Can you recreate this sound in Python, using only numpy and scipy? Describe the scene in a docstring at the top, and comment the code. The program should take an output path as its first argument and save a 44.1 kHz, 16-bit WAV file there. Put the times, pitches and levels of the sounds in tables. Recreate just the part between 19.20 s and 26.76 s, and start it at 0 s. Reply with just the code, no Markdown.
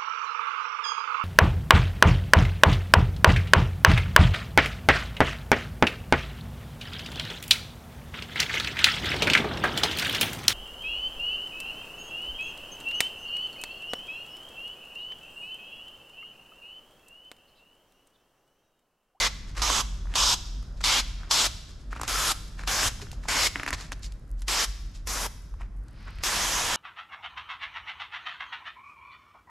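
"""Ventilation rumbles throughout: a resonant deep hum of noise and banded noise for the rush of air. A trigger
sprayer is already squirting under a clear plastic film on a large pane: gated clouds of clicks. From 0.2 s on,
between and over squirts, the film rustles (clumped clicks) and snaps (ringing pops, cracks); brief dull low
knocks sound (decaying sines). Fine foam ticks gather around 5 s, then wet film swishes off the glass into the
last, longest squirt at 7 s. A hard-walled workshop rings on: decaying noise, band by band."""
import sys
import numpy as np
from scipy import signal
from scipy.io import wavfile

SR = 44100
rng = np.random.default_rng(int(sys.argv[2]) if len(sys.argv) > 2 else 0)


def put_to_file(sound):
    """Save the sound as 16-bit audio at rate SR, in the file named by the first command-line argument."""
    columns = np.atleast_2d(sound).T  # one column per channel
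    safe = np.clip(columns, -1, 1)
    whole_steps = np.round(safe * 32767)
    wavfile.write(sys.argv[1], SR, whole_steps.astype(np.int16))


N = 333396
TIME = np.arange(N) / SR


def from_db(db):
    """Gain of a level in dB."""
    return 10 ** (np.asarray(db) / 20)


def rms_one(x):
    """Scale to rms 1."""
    return x / np.sqrt(np.mean(x ** 2) + 1e-20)


def in_time(rows):
    """Draw breakpoint columns as curves, one value per sample; the first column is t/s."""
    s, *columns = np.transpose(rows)
    return np.array([np.interp(TIME, s, column) for column in columns])


def at_hz(points, hz):
    """Read a (f/Hz, value) curve on a log frequency axis."""
    f, values = np.array(points).T
    return np.interp(np.log(hz), np.log(f), values)


def drift(rate):
    """Random wander: 'rate' noise knots a second, of spread 1, joined by lines."""
    knots = rng.standard_normal(int(N / SR * 400))
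    return np.interp(TIME * rate, np.arange(len(knots)), knots)


def bands(white, low_hz, per_octave):
    """Split noise into (centre f/Hz, band) pairs; neighbouring bands use unrelated draws."""
    edges = low_hz * 2 ** np.arange(0, np.log2(17000 / low_hz), 1 / per_octave)
    for k, (low, high) in enumerate(zip(edges, edges[1:])):
        band_pass = signal.butter(2, [low, high], "band", fs=SR, output="sos")
        yield np.sqrt(low * high), signal.sosfilt(band_pass, white[k % 2])


def spread(mid, side, alike, balance_db=0):
    """Mix a stereo pair with a given left-right likeness (0 to 1) and balance."""
    alike = np.clip(alike, 0, 1)
    sign = np.array([[1], [-1]])
    stereo = np.sqrt(1 + alike) * mid + np.sqrt(1 - alike) * side * sign
    return stereo * from_db(sign * balance_db / 2)


def grains(per_s, uneven_db):
    """Random clicks of uneven size and either sign, scaled to rms 1."""
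    size_db = uneven_db * np.minimum(rng.exponential(1, (2, 2, N)), 4)
    sizes = from_db(size_db) * rng.choice([-1, 1], (2, 2, N))
    return rms_one(sizes * (rng.random((2, 2, N)) < per_s / SR))


def ring(x, hz, t60):
    """Two-pole resonator: a unit click sets off a sine that starts at height 1 and dies by 60 dB in t60."""
    r, w = from_db(-60 / (t60 * SR)), 2 * np.pi * hz / SR
    return signal.lfilter([0, np.sin(w)], [1, -2 * r * np.cos(w), r * r], x)


# ventilation: (t/s, deep hum level/dB before its wavering, air rush level/dB)
RUMBLE = [(0.0, -37, -43.5), (0.9, -34.5, -41.5), (1.9, -33.5, -43.5), (2.5, -41, -44.5),
          (3.7, -36.5, -41.5), (4.5, -44.5, -42.5), (5.3, -34.5, -47), (6.2, -37.5, -46),
          (7.56, -40, -44.5)]
# colour of the air rush: (f/Hz, relative level/dB per Hz)
AIR_COLOUR = [(15, -3), (23, 1.5), (32, -8.5), (62, -8.5), (75, -6), (120, -10), (250, -21.5), (543, -36),
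              (588, -29), (790, -37.5), (1390, -34), (3350, -56.5), (10900, -55.5), (15000, -75)]
# stereo width of the air rush: (f/Hz, left-right likeness 0 to 1)
AIR_LIKENESS = [(25, .93), (60, 0.975), (300, 0.96), (1000, .7), (8000, .6)]


def rumble():
    """Ventilation: noise through a deep duct resonance, and a broad rush of air."""
    hum_hz, resonator_width_hz, hum_wavers_db = 45, 15, 2.5
    hum_db, air_db = in_time(RUMBLE)
    t60 = np.log(1000) / np.pi / resonator_width_hz
    hum = ring(rng.standard_normal(N + SR), hum_hz, t60)
    hum = ring(hum, hum_hz, t60)      # the second pass steepens the skirts
    low_cut = signal.butter(4, .75 * hum_hz, "high", fs=SR, output="sos")
    hum = signal.sosfilt(low_cut, hum)[SR:]      # skip the build-up
    air = 0
    for hz, (mid, side) in bands(rng.standard_normal((2, 2, N)), 15.98, 3):
        gain = from_db(at_hz(AIR_COLOUR, hz) + 1.6 * drift(9))
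        air = air + gain * spread(mid, side, at_hz(AIR_LIKENESS, hz))
    return from_db(hum_db + hum_wavers_db * drift(6)) * rms_one(hum) + from_db(air_db) * rms_one(air)


# squirts: (valve opens t/s, shuts t/s, jet level/dB, swell over the squirt/dB, treble-over-bass gain over it/dB,
# aim from loose film 0 to bare glass 1, mist above 6 kHz/dB, level around 2 kHz/dB,
# resonance of the air pocket under the film f/Hz, its level/dB against the jet, added left-right balance/dB)
SQUIRTS = [(-0.1, 0.073, -24, 3, -7, .1, 0, 1, 2070, 9.5, 0.5),
           (0.418, 0.612, -25, 1, 1.1, 0.43, -2, -1, 1170, -0.5, -3),
           (0.954, 1.142, -22.5, 0, 3, .05, 0.2, -5.5, 1060, -5, -0.5),
           (1.639, 1.802, -22.5, 1.5, -5, 0.027, 1, 1, 2250, 1, 0.8),
           (2.109, 2.267, -22, -1.6, -1.5, 0.093, 1.5, -1.5, 3500, -16, 1.5),
           (2.877, 3.119, -27, 3.5, 2.1, 0.57, 3.5, 0.5, 1320, -1, 1.1),
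           (3.474, 3.683, -26, 3.5, 3, 0.59, 2, 0.5, 1610, -1, 0.8),
           (4.084, 4.273, -25, 4.5, 5, 0.53, -.6, 2.5, 2130, 1.5, 0.8),
           (5.28, 5.445, -26, 3, 0.5, 0.52, 1, 2, 5790, -15, 0.3),
           (5.871, 6.065, -32.5, 3, -5.5, 1, 3.5, -2, 5730, -5, 1),
           (7.035, 7.695, -27.5, -1, -4, 0.76, 0.1, 1, 950, -10, -0.2)]
# colour of the jet: (f/Hz, relative level/dB per Hz)
SPRAY_COLOUR = [(200, -12), (600, -7.5), (1050, -0.5), (1900, -6.5), (3400, -2.5), (4100, -4.5), (5300, -2),
                (7200, -5), (8200, -11.5), (9700, -20.5), (11000, -9), (13000, -21.5), (15600, -23)]
# change from loose film to bare glass: (f/Hz, level/dB)
AIM_COLOUR = [(500, 8), (1100, 2), (2000, 7), (3500, -5.5), (6000, -1.5), (11500, 8.5)]
# stereo width of the jet: (f/Hz, left-right likeness 0 to 1)
SPRAY_LIKENESS = [(300, 0.96), (1200, 0.97), (3000, 0.78), (7000, 0.89), (12000, 0.76)]
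# stereo balance of the jet: (f/Hz, left-right level/dB)
SPRAY_BALANCE = [(300, -0.5), (1000, -1), (3500, -1.5), (7500, 1), (9500, 2), (14000, 0.5)]


def spray():
    """Thousands of droplets a second; each squirt has its own aim and air pocket, and an echo off the pane."""
    pane_echo_s, pane_echo_share = .0006, 0.067
    pocket_sharpness = 10.5      # resonance f over its width
    rows, valve = [], np.zeros((len(SQUIRTS), N))
    for k, squirt in enumerate(SQUIRTS):
        opens, shuts, level_db, swell_db, brighter_db, aim, mist_db, middle_db, _, _, pan_db = squirt
        for place, s in ((-.5, opens), (.5, shuts)):
            level_there, tilt_there = level_db + place * swell_db, place * brighter_db
            rows.append((s, level_there, tilt_there, pan_db, aim - .5, mist_db, middle_db))
        # snaps open with a surge of pressure, dribbles shut
        since = np.clip(TIME - opens, 0, None)
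        valve[k] = np.clip(since / 0.002, 0, 1) * (1 + 0.31 * np.exp(-since / 0.0046))
        # a faint hiss swells briefly just before each squirt
        valve[k] += 0.33 * np.exp(np.clip(TIME - opens, None, 0) / 0.0048) * (since < .003)
        valve[k] *= np.exp(-np.clip(TIME - shuts, 0, None) / 0.0071)
    level_db, tilt_db, pan_db, aim, mist_db, middle_db = in_time(rows)
    jet, sputter = 0, drift(60)      # the sputter is shared by all bands
    for hz, (mid, side) in bands(grains(14000, uneven_db=1.0), 178.5, 4):
        colour_db = at_hz(SPRAY_COLOUR, hz) + aim * at_hz(AIM_COLOUR, hz)
        colour_db = colour_db + tilt_db * np.clip(np.log2(hz / 2200), -1, 1) / 2
        colour_db += mist_db * np.clip(np.log2(hz / 6000), 0, 1)
        colour_db += middle_db * np.clip(1 - abs(np.log2(hz / 2000)) / 0.78, 0, 1)
        flicker_db = .6 * sputter + 1.5 * drift(30) + .7 * drift(9)
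        balance_db = at_hz(SPRAY_BALANCE, hz) + pan_db
        droplets = spread(mid, side, at_hz(SPRAY_LIKENESS, hz), balance_db)
        jet = jet + from_db(colour_db + flicker_db) * droplets
    jet = from_db(level_db) * rms_one(jet)
    jet = jet + pane_echo_share * np.roll(jet, round(pane_echo_s * SR), axis=1)
    out = 0
    for gate, (*_, pocket_hz, pocket_db, _) in zip(valve, SQUIRTS):
        pocket = signal.lfilter(*signal.iirpeak(pocket_hz, pocket_sharpness, fs=SR), jet)
        out = out + gate * (jet + from_db(pocket_db) * pocket)
    return out


# reverberation of the workshop: (f/Hz, time to die by 60 dB t/s)
ROOM_DECAY = [(300, 0.59), (1000, 0.73), (3500, 0.95), (8000, 0.75), (14000, .5)]


def workshop(x):
    """Dense reflections: noise that dies band by band, starting after the first wall."""
    room_db, likeness = -18.5, 0.62
    length = SR
    t = np.arange(length) / SR
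    echo = 0
    for hz, (mid, side) in bands(rng.standard_normal((2, 2, length)), 136.6, 0.906):
        echo = echo + from_db(-60 * t / at_hz(ROOM_DECAY, hz)) * spread(mid, side, likeness)
    echo = echo * np.clip((t - .004) / 0.0097, 0, 1)
    echo = echo / np.sqrt(np.sum(echo ** 2) / 2)      # unit energy per side
    return from_db(room_db) * signal.fftconvolve(echo, x[None], axes=1)[:, :N]


# the hand pulls the film: (loudest t/s, fade scale t/s, low crinkle level/dB, high crinkle level/dB)
RUSTLE = [(0.283, 0.06, -60, -54), (0.386, 0.12, -41, -41), (0.91, 0.11, -51.5, -59),
          (1.575, 0.05, -72, -58), (1.61, 0.02, -45, -44), (2.025, 0.21, -54.5, -72),
          (2.49, 0.05, -62, -55), (2.6, 0.05, -68, -60), (2.713, 0.034, -50, -54), (2.76, 0.08, -50, -58),
          (2.846, 0.058, -46, -49.5), (3.277, 0.025, -73, -50), (3.395, 0.097, -49, -53.5),
          (3.82, 0.045, -52, -47), (3.928, 0.041, -79.5, -55), (4.048, 0.14, -58, -57),
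          (4.396, 0.15, -45, -55), (4.482, 0.021, -34, -35), (4.534, 0.028, -35.5, -34.5),
          (4.592, 0.12, -48.5, -45.5), (4.727, 0.02, -46, -41), (4.837, 0.053, -61, -40.5),
          (5.191, 0.091, -80, -64), (5.754, 0.065, -68, -54), (6.411, 0.088, -56, -69),
          (6.875, 0.051, -47, -75), (7.011, 0.033, -49, -64)]
# colour of the low crinkle: (f/Hz, relative level/dB per Hz)
RUSTLE_LOW = [(250, -9), (600, -6), (1200, 0), (2200, -5), (3500, -22), (15000, -70)]
# colour of the high crinkle: (f/Hz, relative level/dB per Hz)
RUSTLE_HIGH = [(300, -47.5), (2000, -1.5), (4500, 7), (7500, 3), (10000, -10.5), (13000, -14),
               (15500, -39.5)]


def rustle():
    """Clumped crinkles of the film; each pull or settling crease starts abruptly and fades."""
    settle_s, settle_db = .02, -26      # every snap trails a short crinkle, relative to its level
    low_gain, high_gain = np.zeros((2, N))
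    settling = []
    for s, snap_db, _, crack_db in SNAPS:
        trail_db = snap_db + settle_db
        settling.append((s, settle_s, trail_db, trail_db + crack_db))
    for s, length, low_db, high_db in RUSTLE + settling:
        near = slice(int((s - length) * SR), int((s + 3 * length) * SR))
        late = (TIME[near] - s) / length
        swell = np.exp(-np.where(late < 0, 30, 3) * late ** 2)
        low_gain[near] += from_db(low_db) * swell
        high_gain[near] += from_db(high_db) * swell
    low = high = 0
    for hz, (mid, side) in bands(grains(4000, uneven_db=4.5), 243, 2.006):
        band = spread(mid, side, 0.84)
        low = low + from_db(at_hz(RUSTLE_LOW, hz)) * band
        high = high + from_db(at_hz(RUSTLE_HIGH, hz)) * band
    flutter = from_db(1.6 * drift(80))
    return flutter * (low_gain * rms_one(low) + high_gain * rms_one(high))


# film snapping: (t/s, level/dB, pop f/Hz, share of treble crack level/dB)
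SNAPS = [(0.3526, -38, 2400, -6), (0.3794, -27, 2500, -8), (0.5007, -13, 1140, -7),
         (0.8561, -37, 1120, -15), (0.871, -37, 1500, -18), (1.272, -40, 3600, -6),
         (0.9394, -20.5, 3230, -11), (1.4277, -42, 1210, -4), (1.6093, -31, 1440, -11),
         (2.0331, -32, 1490, -18), (2.7291, -22, 1380, -19), (2.763, -28, 1250, -14),
         (2.7976, -24, 1180, -16), (2.8143, -18, 1210, -4), (2.8335, -18, 1120, -4),
         (3.3942, -28, 1830, -14), (3.436, -26, 1770, -11), (3.6312, -13, 1870, -7),
         (3.7987, -35, 1080, -11), (3.8173, -28, 3270, -5), (3.8683, -37, 1510, -15),
         (3.9157, -30, 3530, -1.5), (3.9302, -35, 840, -3), (4.037, -36, 1720, -6), (4.0547, -31, 970, -15),
         (4.3576, -11, 2050, -22), (4.3977, -17, 2240, -21), (4.4331, -17, 1890, -12),
         (4.4637, -16, 1940, -13), (4.4778, -15, 1830, -16), (4.5059, -17, 1890, -7),
         (4.5288, -15, 2090, -11), (4.7198, -19.5, 1850, -7), (4.9216, -36, 3700, -1.5),
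         (5.2198, -32, 1400, -.3), (6.3397, -41, 1060, -13), (6.4095, -35, 1010, -15),
         (6.4173, -33, 2000, -19), (6.6834, -46, 3700, -.3), (6.88, -38, 1400, -12), (6.986, -36, 2630, -9)]


def snaps():
    """A crease flips: a pop of a few cycles, a treble crack and a short rasp as the film settles."""
    flap_hz, flap_db, flap_s = 280.4, -20.5, 0.01      # the whole sheet flaps once at each snap
    rasp_db = -18.5      # noise against the flip that sets off the pop
    out, length = np.zeros(N + SR), SR // 16
    t = np.arange(length) / SR
    noise = rng.standard_normal((len(SNAPS), length))
    treble = signal.butter(2, [2600, 9500], "band", fs=SR, output="sos")
    thin = signal.butter(2, 300, "high", fs=SR, output="sos")      # a light film moves no bass
    flap = np.sin(2 * np.pi * flap_hz * t) * np.exp(-t / flap_s) * (1 - np.exp(-t / .002))
    for (s, level_db, hz, crack_db), hiss in zip(SNAPS, noise):
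        flip = np.sin(2 * np.pi * hz * t) * (t < 1 / hz)      # one swing of the crease
        rasp = from_db(rasp_db) * hiss * np.exp(-t / 0.0056)
        push = flip + rasp
        pop = ring(push, hz, 11.5 / hz) + 1.2 * ring(push, 1.3 * hz, 5.0 / hz)
        pop = signal.sosfilt(thin, pop)
        crack = signal.sosfilt(treble, .6 * rasp + hiss * np.exp(-t / .0015))
        share = min(from_db(crack_db), .98)
        sound = np.sqrt(1 - share ** 2) * pop / abs(pop).max() + share * crack / abs(crack).max()
        sound += from_db(flap_db) * flap
        out[round(s * SR):][:length] += from_db(level_db) * sound
    return out[:N]


# brief dull low knocks: (t/s, level/dB before the envelope, f/Hz)
LOW_KNOCKS = [(0.398, -30, 61), (3.658, -23, 80), (3.821, -36.5, 403), (4.15, -32.5, 280),
              (4.53, -26, 61.9), (6.987, -28, 61.5)]


def low_knocks():
    """Brief dull low knocks: sines with a soft attack and a quick decay."""
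    out = np.zeros(N)
    for s, level_db, hz in LOW_KNOCKS:
        t = np.clip(TIME - s, 0, None)
        envelope = (1 - np.exp(-t / 0.0022)) * np.exp(-t / 0.015)
        out += from_db(level_db) * np.sin(2 * np.pi * hz * t) * envelope
    return out


# foam gathers: (t/s, level/dB)
DROPS = [(4.5, -81), (5.2, -69.5), (7.56, -81.5)]


def drops():
    """Tiny foam bubbles burst on the wet film: faint lone ticks in the treble."""
    ticks = grains(per_s=25, uneven_db=4.5)[0, 0]
    treble = signal.butter(2, [6000, 13000], "band", fs=SR, output="sos")
    return from_db(in_time(DROPS)[0]) * rms_one(signal.sosfilt(treble, ticks))


# wet film sliding off the glass before the long spray: (t/s, level/dB)
SLIDE = [(6.6, -81.5), (6.8, -56.5), (7.03, -53), (7.1, -80)]
# colour of the slide: (f/Hz, relative level/dB per Hz)
SLIDE_COLOUR = [(400, -16.5), (1300, -1.5), (2500, -4), (3600, -9.5), (5200, -4.5), (6300, -30),
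                (12000, -43)]


def slide():
    """Wet film slides off the glass: banded noise makes a smooth, airy swish."""
    swish = 0
    for hz, (mid, side) in bands(rng.standard_normal((2, 2, N)), 407, 3):
        swish = swish + from_db(at_hz(SLIDE_COLOUR, hz)) * spread(mid, side, 0.9)
    return from_db(in_time(SLIDE)[0]) * rms_one(swish)


def scene():
    """Sprayer and film close by, their echo, the brief low knocks and the rumble."""
    near = spray() + rustle() + slide() + snaps() + drops()
    return near + workshop(near.mean(axis=0)) + low_knocks() + rumble()


def record(dry):
    """The small microphone loses the deepest bass and rolls off in the top octave; above that a steep cut."""
    roll_off_hz, low_cut_hz, cutoff_hz = 13200, 18.6, 15750
    rolled = signal.sosfilt(signal.butter(6, roll_off_hz, fs=SR, output="sos"), dry)
    rolled = signal.sosfilt(signal.butter(2, low_cut_hz, "high", fs=SR, output="sos"), rolled)
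    return signal.sosfilt(signal.cheby2(16, 60, cutoff_hz, fs=SR, output="sos"), rolled)


dry = scene()
out = record(dry)
put_to_file(out)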